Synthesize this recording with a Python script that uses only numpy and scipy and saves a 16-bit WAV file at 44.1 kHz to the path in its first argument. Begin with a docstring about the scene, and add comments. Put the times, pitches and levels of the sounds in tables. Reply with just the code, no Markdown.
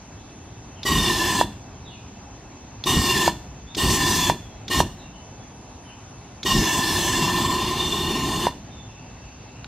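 """A solenoid valve lets five bursts of propane, the fourth very short, through a pipe past a pilot flame in a yard.
First the pilot flame flutters in open air while birds whistle and a thin whine sounds far away.
In each burst the valve clicks as struck modes, and turbulent noise hisses and drives the pipe's resonances.
Then the cloud ignites with a boom of low noise and roars; when the valve shuts, a rising chirp makes the pop.
Near the end insects trill and a light knock falls; scattered echoes follow the sounds of the rig and the wildlife."""
import sys
import numpy as np
from scipy import signal
from scipy.fft import rfft, irfft
from scipy.io import wavfile
from scipy.ndimage import uniform_filter1d

SR = 44100
rng = np.random.default_rng(int(sys.argv[2]) if len(sys.argv) > 2 else 0)


def wrap_up_sound(samples):
    """Save the sound to the file named by the first command line argument, as 16-bit audio."""
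    columns = np.atleast_2d(samples).T
    # keep every value between -1 and 1, then stretch to whole-number steps
    tamed = np.clip(columns, -1, 1)
    steps = np.round(tamed * 32767).astype(np.int16)
    wavfile.write(sys.argv[1], SR, steps)


N = 426447
TIME = np.arange(N) / SR

# Bursts of gas. Each row: valve opening in seconds, click level in dB, jet level in dB, boom level in dB,
# delay to ignition in seconds, starting pitch of the main whistle in Hz, time to fill the pipe in seconds.
BURSTS = [(0.8316, -28, -30, -24.5, 0.14, 1908, .22), (2.8387, -24.5, -29, -20, .13, 1866, 0.29),
          (3.7485, -25, -30, -21, 0.12, 1838, 0.25), (4.6808, -25.5, -29.5, -22.5, 0.12, 1858, .2),
          (6.4309, -25.5, -29.5, -21.5, 0.13, 1868, .19)]
OPEN_S, CLICK_DB, JET_DB, BOOM_DB, IGNITE_S, START_HZ, FILL_S = np.transpose(BURSTS)
# Closings of the valve. Each row: time in seconds, peak level of the pop's push in dB.
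SHUTS = [(1.411, -3), (3.2767, -3), (4.2971, -4), (4.8021, -3.5), (8.4675, -5.5)]
# Humming modes of the gas-filled pipe. Each row: frequency in Hz, width in Hz, relative level in dB.
PIPE_MODES = [(354, 31.6, -1), (830, 217, -5.5), (2338, 59, -17.5), (3010, 170, -12), (4265, 67, -6.5),
              (6750, 43, -21)]
# The two microphone ports, for sound from the rig and for sound from all around.
# Each row: frequency in Hz, correlation of the ports (-1 to 1), phase lead of the left in radians.
NEAR_PORTS = [(100, 1, 0), (3000, 1, 0), (3600, .93, -.1), (4600, .92, -.1), (5300, .76, -.5),
              (8200, .64, -.6), (9700, .55, -1.1), (10900, .55, -3.9), (12700, .68, -4.6),
              (14600, .65, -6.1)]
DIFFUSE_PORTS = [(108, 1, 0), (278, 0.96, 0), (504, 0.65, 0), (870, 0.87, 0), (1600, 0.69, 0),
                 (3000, 0.56, 0), (4900, 0.16, 0), (5230, -0.64, 0), (7000, -0.94, 0), (8500, -0.64, 0),
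                 (11000, -0.66, 0)]


def jet(flutter_db=0.87, front_db=-19, front_delay=0.021, front_t60=0.025):
    """Impulse and flow excitation: a gas front thumps the lowest pipe mode; then the jet hisses and the pipe sings."""
    front = np.zeros(N)
    t = np.arange(SR // 10) / SR
    lowest_hz = PIPE_MODES[0][0]
    for s in OPEN_S:
        add(front, s + front_delay, ring([(lowest_hz, front_db, front_t60)], t))
    burst = line()[0]
    level_db = JET_DB[burst] + flutter_db * wander(23)
    return front + amp(level_db) * (song() + hiss())


def song(hum_db=-2.1, hum_per_db=0.25, steeper=0.38, flutter_db=1.0, waver=0.00488):
    """Pipe resonance: modes sink as heavy, cold gas slows sound in the pipe; among the hums, higher modes fade more."""
    # Whistling modes. Each row: frequency in Hz, width in Hz, relative level in dB.
    whistles = [(1028, 50, 0.046), (1793, 44, 0.071), (2783, 60, -1.36), (3516, 73, 0.65)]
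    # Answer of each whistle to the jet; the second fades most as pressure falls. Each row: relative level
    # at first in dB, relative level with the pipe full in dB, dB per dB of line pressure.
    voicing = [(-.5, 0, 0.58), (-3.5, -0.5, 1.7), (0, -5.5, 0.65), (-5.5, -3, 1.04)]
    # Swells of the whistles. Each row: centre in seconds, length in seconds, number of the whistle, gain in dB.
    # The number is rounded; only 0 to 3 name a whistle, and other rows sound nothing.
    surges = [(1.01, 0.14, 3, 7.5), (1.033, 0.2, 2, 6), (2.88, 0.076, 0, 4), (2.893, 0.068, 3, 6.5),
              (2.915, .06, 3.5, 9), (3.113, 0.12, 2.5, 5.5), (4.118, 0.074, 1, 6), (4.244, .14, 3, 8),
              (4.774, .07, 5, 12), (6.513, 0.068, 1.5, 5), (6.698, .12, 2.5, 4), (6.997, 0.13, 7, 0),
              (7.21, 0.097, 3.5, 8.5), (7.26, 0.16, 2, 2.5), (7.305, 0.043, 0.5, 6), (7.49, .5, 0, 5),
              (7.82, 0.087, 3, 5), (7.973, 0.37, 3, 8.5), (7.98, 0.41, 2, 7)]
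    rest_hz = 1793  # pitch at which the modes have their listed frequencies
    full_hz, climb_hz_per_db = 1764.6, 8.5  # pitch with the pipe full, and its climb as the pressure sags
    falter_db, falter_after_s, falter_s = -2, 0.047, 0.098  # the disturbed jet dips just after ignition
    accent_db, accent_at_s, accent_s = 1.5, 0.037, 0.017  # brief accent as gas first reaches the mouth

    burst, age, pressure = line()
    air = np.exp(-(age / FILL_S[burst]) ** 2)  # share of air left in the pipe
    pitch = full_hz + air * (START_HZ[burst] - full_hz) - climb_hz_per_db * np.minimum(pressure, 0)
    sound_speed = pitch / rest_hz * (1 + waver * wander(25.1))  # relative to the speed at rest_hz
    out = np.zeros(N)
    for hz, width, db in PIPE_MODES:
        answer_db = hum_per_db * (hz / full_hz) ** steeper * pressure
        out += amp(hum_db + db + answer_db) * sing(hz * sound_speed, width)
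    # four modes lock to the jet's eddies and whistle
    for k, ((hz, width, db), (first_db, full_db, per_db)) in enumerate(zip(whistles, voicing)):
        surge = sum(gain * bump(s, length) for s, length, which, gain in surges if round(which) == k)
        filling_db = air * first_db + (1 - air) * full_db
        strength = filling_db + per_db * pressure + surge + flutter_db * wander(7.5)
        out += amp(db + strength) * sing(hz * sound_speed, width)
    falter = falter_db * bump((OPEN_S + IGNITE_S)[burst] + falter_after_s, falter_s)
    accent = accent_db * bump(OPEN_S[burst] + accent_at_s, accent_s)
    return flow(delay=0.021, rise=0.014, drain=0.026) * amp(accent + falter) * out


def hiss(hiss_db=3.0, body_per_db=0.56, fizz_per_db=1.13, split_hz=3500):
    """Jet turbulence at the nozzle: the high band falls faster with pressure, so the hiss grows duller."""
    # Spectrum of the hiss. 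Each row: frequency in Hz, relative level in dB.
    hiss_spectrum = [(300, -62), (600, -5.5), (900, -4), (1400, -14.5), (2100, -7), (2550, -5),
                     (3100, -0.5), (3850, -4), (4650, -2), (5100, -1), (8000, -4.5), (8800, -7.5),
                     (10500, -9.5), (12200, -8), (15000, -18.5), (16500, -32)]
    # Flares of the high band. Each row: centre in seconds, length in seconds, gain in dB.
    flares = [(2.89, 0.076, 3), (3.93, 0.085, 4), (4.158, 0.19, 6.5), (7.07, 0.1, 1)]
    pressure = line()[2]
    rush = noise(hiss_spectrum, patchy_db=3.0, size=2048)
    body = signal.sosfiltfilt(signal.butter(1, split_hz, fs=SR, output="sos"), rush)
    fizz = rush - body
    flare = sum(gain * bump(s, length) for s, length, gain in flares)
    bands = amp(body_per_db * pressure) * body + amp(fizz_per_db * pressure + flare) * fizz
    return flow(delay=0.014, rise=0.021, drain=0.019) * amp(hiss_db) * bands


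def flow(delay, rise, drain, linger=0.0022):
    """Gas transport (times in s): flow builds a moment after opening and drains exponentially after shutting."""
    share = np.zeros(N)
    for on, (off, _) in zip(OPEN_S, SHUTS):
        build = np.clip((TIME - on - delay) / rise, 0, 1)
        share += build * np.exp(-np.maximum(TIME - off - linger, 0) / drain)
    return share


def line():
    """Supply pressure drop: gives the latest burst, time since it opened in s, and line pressure in dB."""
    # Line pressure, alike in every burst. Each row: time since opening in seconds, pressure in dB.
    sag = [(.06, 1), (.3, 0), (.78, -0.78), (1.15, -5.5), (1.68, -7.5), (2.0, -5)]
    burst = np.maximum(np.searchsorted(OPEN_S, TIME) - 1, 0)
    age = np.maximum(TIME - OPEN_S[burst], 0)
    return burst, age, np.interp(age, *np.transpose(sag))


def fireballs(roar_db=-28.5, roar_per_db=0.2, flutter_db=1.4, flash_db=5.5, flash_s=0.15,
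              boom_rise_s=0.056, boom_fall_s=0.09, rumble_db=-41, rumble_fade_db_per_s=22):
    """Combustion noise: burning gas roars, sudden expansion at ignition booms, and the rising cloud rumbles on."""
    # Spectra of the roar and of the boom and rumble. Each row: frequency in Hz, relative level in dB.
    roar_spectrum = [(15, -13), (35, -8), (60, 1), (100, 1.5), (200, 1.5), (300, -0.5), (420, -8.5),
                     (560, -29), (1200, -25), (4000, -53)]
    boom_spectrum = [(15, -30), (30, -9), (45, 0.5), (70, 1), (110, -4.5), (200, -6), (300, -20),
                     (600, -28), (2000, -70)]
    catch_s, burn_out_db_per_s = 0.048, 144  # build-up from valve opening, decay from valve shutting
    burst, age, pressure = line()
    ignition = (OPEN_S + IGNITE_S)[burst]
    since_shut = np.maximum(TIME - np.array(SHUTS)[burst, 0], 0)
    lit = 1 - np.exp(-age / catch_s)
    level = roar_db + roar_per_db * pressure + flash_db * bump(ignition, flash_s) + flutter_db * wander(27)
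    roar = lit * amp(level - burn_out_db_per_s * since_shut) * noise(roar_spectrum, patchy_db=2.0, size=2048)
    boom_length = np.where(TIME < ignition, boom_rise_s, boom_fall_s)
    boom = amp(BOOM_DB[burst]) * bump(ignition, boom_length)
    rumble = lit * amp(rumble_db - rumble_fade_db_per_s * since_shut)
    return roar + (boom + rumble) * noise(boom_spectrum, patchy_db=0.5, size=4096)


def pops(start_hz=190, end_hz=965, glide_s=.0018, crest_s=0.0023, width_s=0.0011, ring_db=-4.0,
         ring_t60=0.065, puff_t60=0.022, puff_db=-14.5, right_db=1.0):
    """Flashback: as the gas stops the flame snaps back, a puff and a push that quickens into the pipe's ringing."""
    # Spectrum of the puff. Each row: frequency in Hz, relative level in dB.
    puff_spectrum = [(80, -20), (250, -20), (600, -2), (1200, -6), (1800, 3), (2500, -25), (4500, -6),
                     (9000, -32), (15000, -45)]
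    push = np.zeros(N)
    t = np.arange(SR // 6) / SR
    crest = np.exp(-((t - crest_s) / width_s) ** 2)
    ringing = amp(ring_db - 60 * t / ring_t60) * (1 - np.exp(-t / crest_s))
    swell = crest + ringing
    hz = end_hz + (start_hz - end_hz) * np.exp(-(t / glide_s) ** 2)
    for s, db in SHUTS:
        add(push, s, amp(db) * swell / swell.max() * np.sin(2 * np.pi * np.cumsum(hz) / SR))
    puff = amp(puff_db) * noise(puff_spectrum, patchy_db=1.5, size=256, ports=DIFFUSE_PORTS)
    # the right is raised and the left lowered by right_db
    return (push + blows(SHUTS, puff_t60) * puff) * amp([[-right_db], [right_db]])


def valve(tick_t60=0.058, ring_db=-4.5):
    """Modal impact: the plunger snaps open and strikes a dry metal click from the valve body."""
    # Ringing of the valve body. Each row: frequency in Hz, relative level in dB, 60 dB decay time in seconds.
    plunger_modes = [(2850, -10, .02), (3480, 1.5, 0.035), (3670, -1, 0.0091), (5070, -13, 0.014)]
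    # Spectrum of the click. Each row: frequency in Hz, relative level in dB.
    click_spectrum = [(500, -30), (1500, -11), (2200, -6), (3000, -10), (3600, 9), (4400, 0), (5200, 1),
                      (6400, -5), (8000, -22), (15000, -29)]
    body = np.zeros(N)
    t = np.arange(SR // 10) / SR
    for s, db in zip(OPEN_S, CLICK_DB):
        add(body, s, amp(db + ring_db) * ring(plunger_modes, t))
    tick = blows(zip(OPEN_S, CLICK_DB), tick_t60) * noise(click_spectrum, patchy_db=2.0, size=256)
    return body + tick


def knock(t60=0.015):
    """Damped impact: a light, dry knock on the rig, as a short burst of shaped noise."""
    # Knocks on the rig. Each row: time in seconds, level in dB.
    knocks = [(9.644, -24)]
    # Spectrum of the knock. Each row: frequency in Hz, relative level in dB.
    knock_spectrum = [(300, -25.5), (1000, -14), (1600, 6), (2200, -9), (3000, 7), (3900, -1), (5000, -12),
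                      (7000, -22), (15000, -47)]
    return blows(knocks, t60) * noise(knock_spectrum, patchy_db=0.0, size=256)


def wildlife(quaver=0.0075, whine_hz=2640, whine_waver_hz=7, whine_db=-62.5):
    """Frequency modulation and narrow-band noise: birds glide and quaver, insects sound unevenly over a thin whine."""
    # Levels here are those ahead of the direct and echoed paths.
    # Bird notes. Each row: start in seconds, length in seconds, start and end pitch in Hz, level in dB.
    birds = [(0.155, 0.076, 3435, 3420, -55.5), (0.754, 0.047, 3230, 2550, -47.5),
             (1.845, 0.054, 3930, 3220, -43), (1.888, 0.096, 2990, 2420, -47), (1.89, .06, 4300, 4250, -57),
             (3.661, 0.068, 3450, 3770, -44.5), (4.43, 0.062, 3380, 3250, -52),
             (4.977, 0.046, 4100, 3570, -49), (5.016, 0.086, 2770, 2710, -49.5),
             (5.124, 0.079, 3000, 3010, -48.5), (5.395, 0.029, 3440, 3400, -52),
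             (5.845, 0.059, 3080, 2990, -47.5), (5.874, 0.057, 2880, 2460, -49),
             (8.69, 0.14, 3650, 3470, -48)]
    # Insects. Each row: start and end in seconds, frequency in Hz, width in Hz, level in dB, rms unevenness in dB.
    insects = [(8.85, 9.7, 2690, 130, -57.5, 4), (8.95, 9.7, 4630, 150, -67.5, 2),
               (0, .85, 9830, 30, -78, 1), (5.15, 6.45, 9830, 30, -76, 1)]
    out = np.zeros(N)
    drift = 1 + quaver * wander(90)
    for s, length, start_hz, end_hz, db in birds:
        u = np.linspace(0, 1, round(length * SR))
        glide = start_hz + (end_hz - start_hz) * np.sin(np.pi * u / 2) ** 2
        hz = glide * drift[round(s * SR):][:len(u)]
        envelope = signal.windows.tukey(len(u), .5)
        add(out, s, amp(db) * envelope * np.sin(2 * np.pi * np.cumsum(hz) / SR))
    for start, end, hz, width, db, trill_db in insects:
        fade = np.clip(np.minimum(TIME - start, end - TIME) / 0.032, 0, 1)
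        out += amp(db + trill_db * wander(14)) * fade * sing(hz, width)
    whine_curve = whine_hz + whine_waver_hz * wander(20)
    return out + amp(whine_db) * np.sin(2 * np.pi * np.cumsum(whine_curve) / SR)


def background(pilot_db=-43.5, flutter_db=0.5, air_db=-46.5):
    """Diffuse noise field: a fluttering pilot flame under steady outdoor air and a wide, thin hiss."""
    # Spectra of the pilot flame and the air. Each row: frequency in Hz, relative level in dB.
    pilot_spectrum = [(15, -34), (35, -19.5), (58, 2), (80, -4), (105, 3), (160, -6.5), (250, -5.5),
                      (450, -16.5), (1000, -57), (4000, -70)]
    air_spectrum = [(100, -1.5), (450, -4), (800, 2), (1000, -2.5), (1300, -8.5), (2100, -11),
                    (3200, -13.5), (4400, -15.5), (5200, -16), (5800, -8.5), (6600, -6.5), (7200, -18),
                    (9000, -28), (10500, -29), (15000, -41)]
    level_db = pilot_db + flutter_db * wander(9)
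    pilot = amp(level_db) * noise(pilot_spectrum, patchy_db=1.0, size=4096, ports=DIFFUSE_PORTS)
    return pilot + amp(air_db) * noise(air_spectrum, patchy_db=1.33, ports=DIFFUSE_PORTS)


def yard(x, gap_s=.012, mono_below_hz=3500):
    """Reverberation by convolution: scattered echoes from trees and walls; low tones reach both ports alike."""
    # Decay of the echoes. Each row: frequency in Hz, 60 dB decay time in seconds.
    decay = [(100, 0.23), (1000, 0.31), (3500, 0.5), (8000, 0.52), (15000, 0.5)]
    signs = rng.choice([-1., 1.], (2, SR))
    present = rng.random((2, SR)) < 2500 / SR  # about 2500 echoes a second
    taps = signs * present * (np.arange(SR) > gap_s * SR)
    hz, t, z = signal.stft(taps, SR, nperseg=256)
    same = 1 / (1 + (hz / mono_below_hz) ** 4)
    z[1] = same[:, None] * z[0] + np.sqrt(1 - same ** 2)[:, None] * z[1]
    tail = signal.istft(z * amp(-60 * t / read(decay, hz)[:, None]), SR, nperseg=256)[1]
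    return signal.fftconvolve(x[None], tail / np.linalg.norm(tail[0]), axes=1)[:, :N]


def noise(spectrum, patchy_db, size=1024, ports=NEAR_PORTS):
    """Filtered turbulence: shaped noise with drifting patches of loudness, partly coherent at the two ports."""
    hz = np.fft.rfftfreq(size, 1 / SR)
    frames = N // (size // 4) + 5
    a, b, c, d, patches = rng.standard_normal((5, frames, len(hz)))
    patches = uniform_filter1d(patches, size=10, axis=0)  # smooth over time
    patches = unit(uniform_filter1d(patches, size=14, axis=1))  # smooth over frequency
    same = np.clip(read(ports, hz), -1, 1)
    left = a + 1j * b
    right = same * left + np.sqrt(1 - same ** 2) * (c + 1j * d)
    right = right * np.exp(-1j * read(ports, hz, axis=2))
    z = np.array([left, right]) * amp(read(spectrum, hz) + patchy_db * patches)
    sound = signal.istft(z.swapaxes(1, 2), nperseg=size, noverlap=size - size // 4)[1]
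    return unit(sound[:, :N])


def sing(hz, width_hz, skirt=4.37):
    """Resonance blown by turbulence: twice-smoothed noise on a carrier makes a fuzzy whistle on the curve hz."""
    slow = rng.standard_normal((2, N))
    for w in (width_hz, width_hz * skirt):
        slow = signal.lfilter([1], [1, -np.exp(-np.pi * w / SR)], slow)
    turn = 2 * np.pi * np.cumsum(hz * np.ones(N)) / SR
    return unit(slow[0] * np.cos(turn) + slow[1] * np.sin(turn))


def ring(modes, t):
    """Modal decay: sines struck at time zero, each slightly detuned from blow to blow."""
    out = np.zeros(len(t))
    for hz, db, t60 in modes:
        detuned_hz = hz * (1 + 0.0081 * rng.standard_normal())
        out += amp(db - 60 * t / t60) * np.sin(2 * np.pi * detuned_hz * t)
    return out


def blows(rows, t60):
    """Impact envelope: sudden blows with a 0.6 ms attack that die away exponentially."""
    out = np.zeros(N)
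    for s, db in rows:
        attack = np.clip((TIME - s) / 0.0006, 0, 1)
        out += amp(db - 60 * np.maximum(TIME - s, 0) / t60) * attack
    return out


def bump(s, length):
    """Gaussian envelope: a smooth swell of height one around time s."""
    return np.exp(-(2 * (TIME - s) / length) ** 2)


def wander(rate_hz):
    """Low-passed chance: random drift of rms one, with changes up to about the given rate."""
    size, frame_rate = 2 * 4096, 400
    hz = np.fft.rfftfreq(size, 1 / frame_rate)
    slow = irfft(rfft(rng.standard_normal(size)) / (1 + (hz / rate_hz) ** 4))
    return np.interp(TIME, np.arange(len(slow)) / frame_rate, unit(slow))


def read(points, hz, axis=1):
    """Logarithmic frequency scale: interpolates one column of a table along it."""
    columns = np.transpose(points)
    return np.interp(np.log(hz + 1), np.log(columns[0] + 1), columns[axis])


def add(mix, s, sound):
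    """Superposition: adds a sound to the mix at time s."""
    part = mix[round(s * SR):][:len(sound)]
    part += sound[:len(part)]


def unit(x):
    """Power normalization: scales to an rms of one."""
    return x / np.sqrt(np.mean(x ** 2) + 1e-20)


def amp(db):
    """Decibel law: turns a level into an amplitude factor."""
    return 10 ** (np.asarray(db) / 20)


def scene(echo_db=-15.5, far_echo_db=1.0, far_direct_db=-4.5):
    """Direct-to-reverberant ratio: the rig is near and fairly dry; the wildlife is far and mostly echo."""
    rig = jet() + pops() + fireballs() + valve() + knock()
    far = wildlife()
    echoes = yard(amp(echo_db) * rig.mean(0) + amp(far_echo_db) * far)
    return rig + amp(far_direct_db) * far + echoes + background()


def record(dry, low_cut_hz=27, edge_hz=15800):
    """Band limiting and saturation: the microphone sheds deep rumble and rounds high peaks; then the treble ends."""
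    sound = signal.sosfilt(signal.butter(2, low_cut_hz, "high", fs=SR, output="sos"), dry)
    sound = sound / (1 + (sound / .85) ** 6) ** (1 / 6)
    low_pass = signal.firwin(511, edge_hz, window=("kaiser", 9), fs=SR)
    return signal.oaconvolve(sound, low_pass[None], "same")


dry = scene()
out = record(dry)
wrap_up_sound(out)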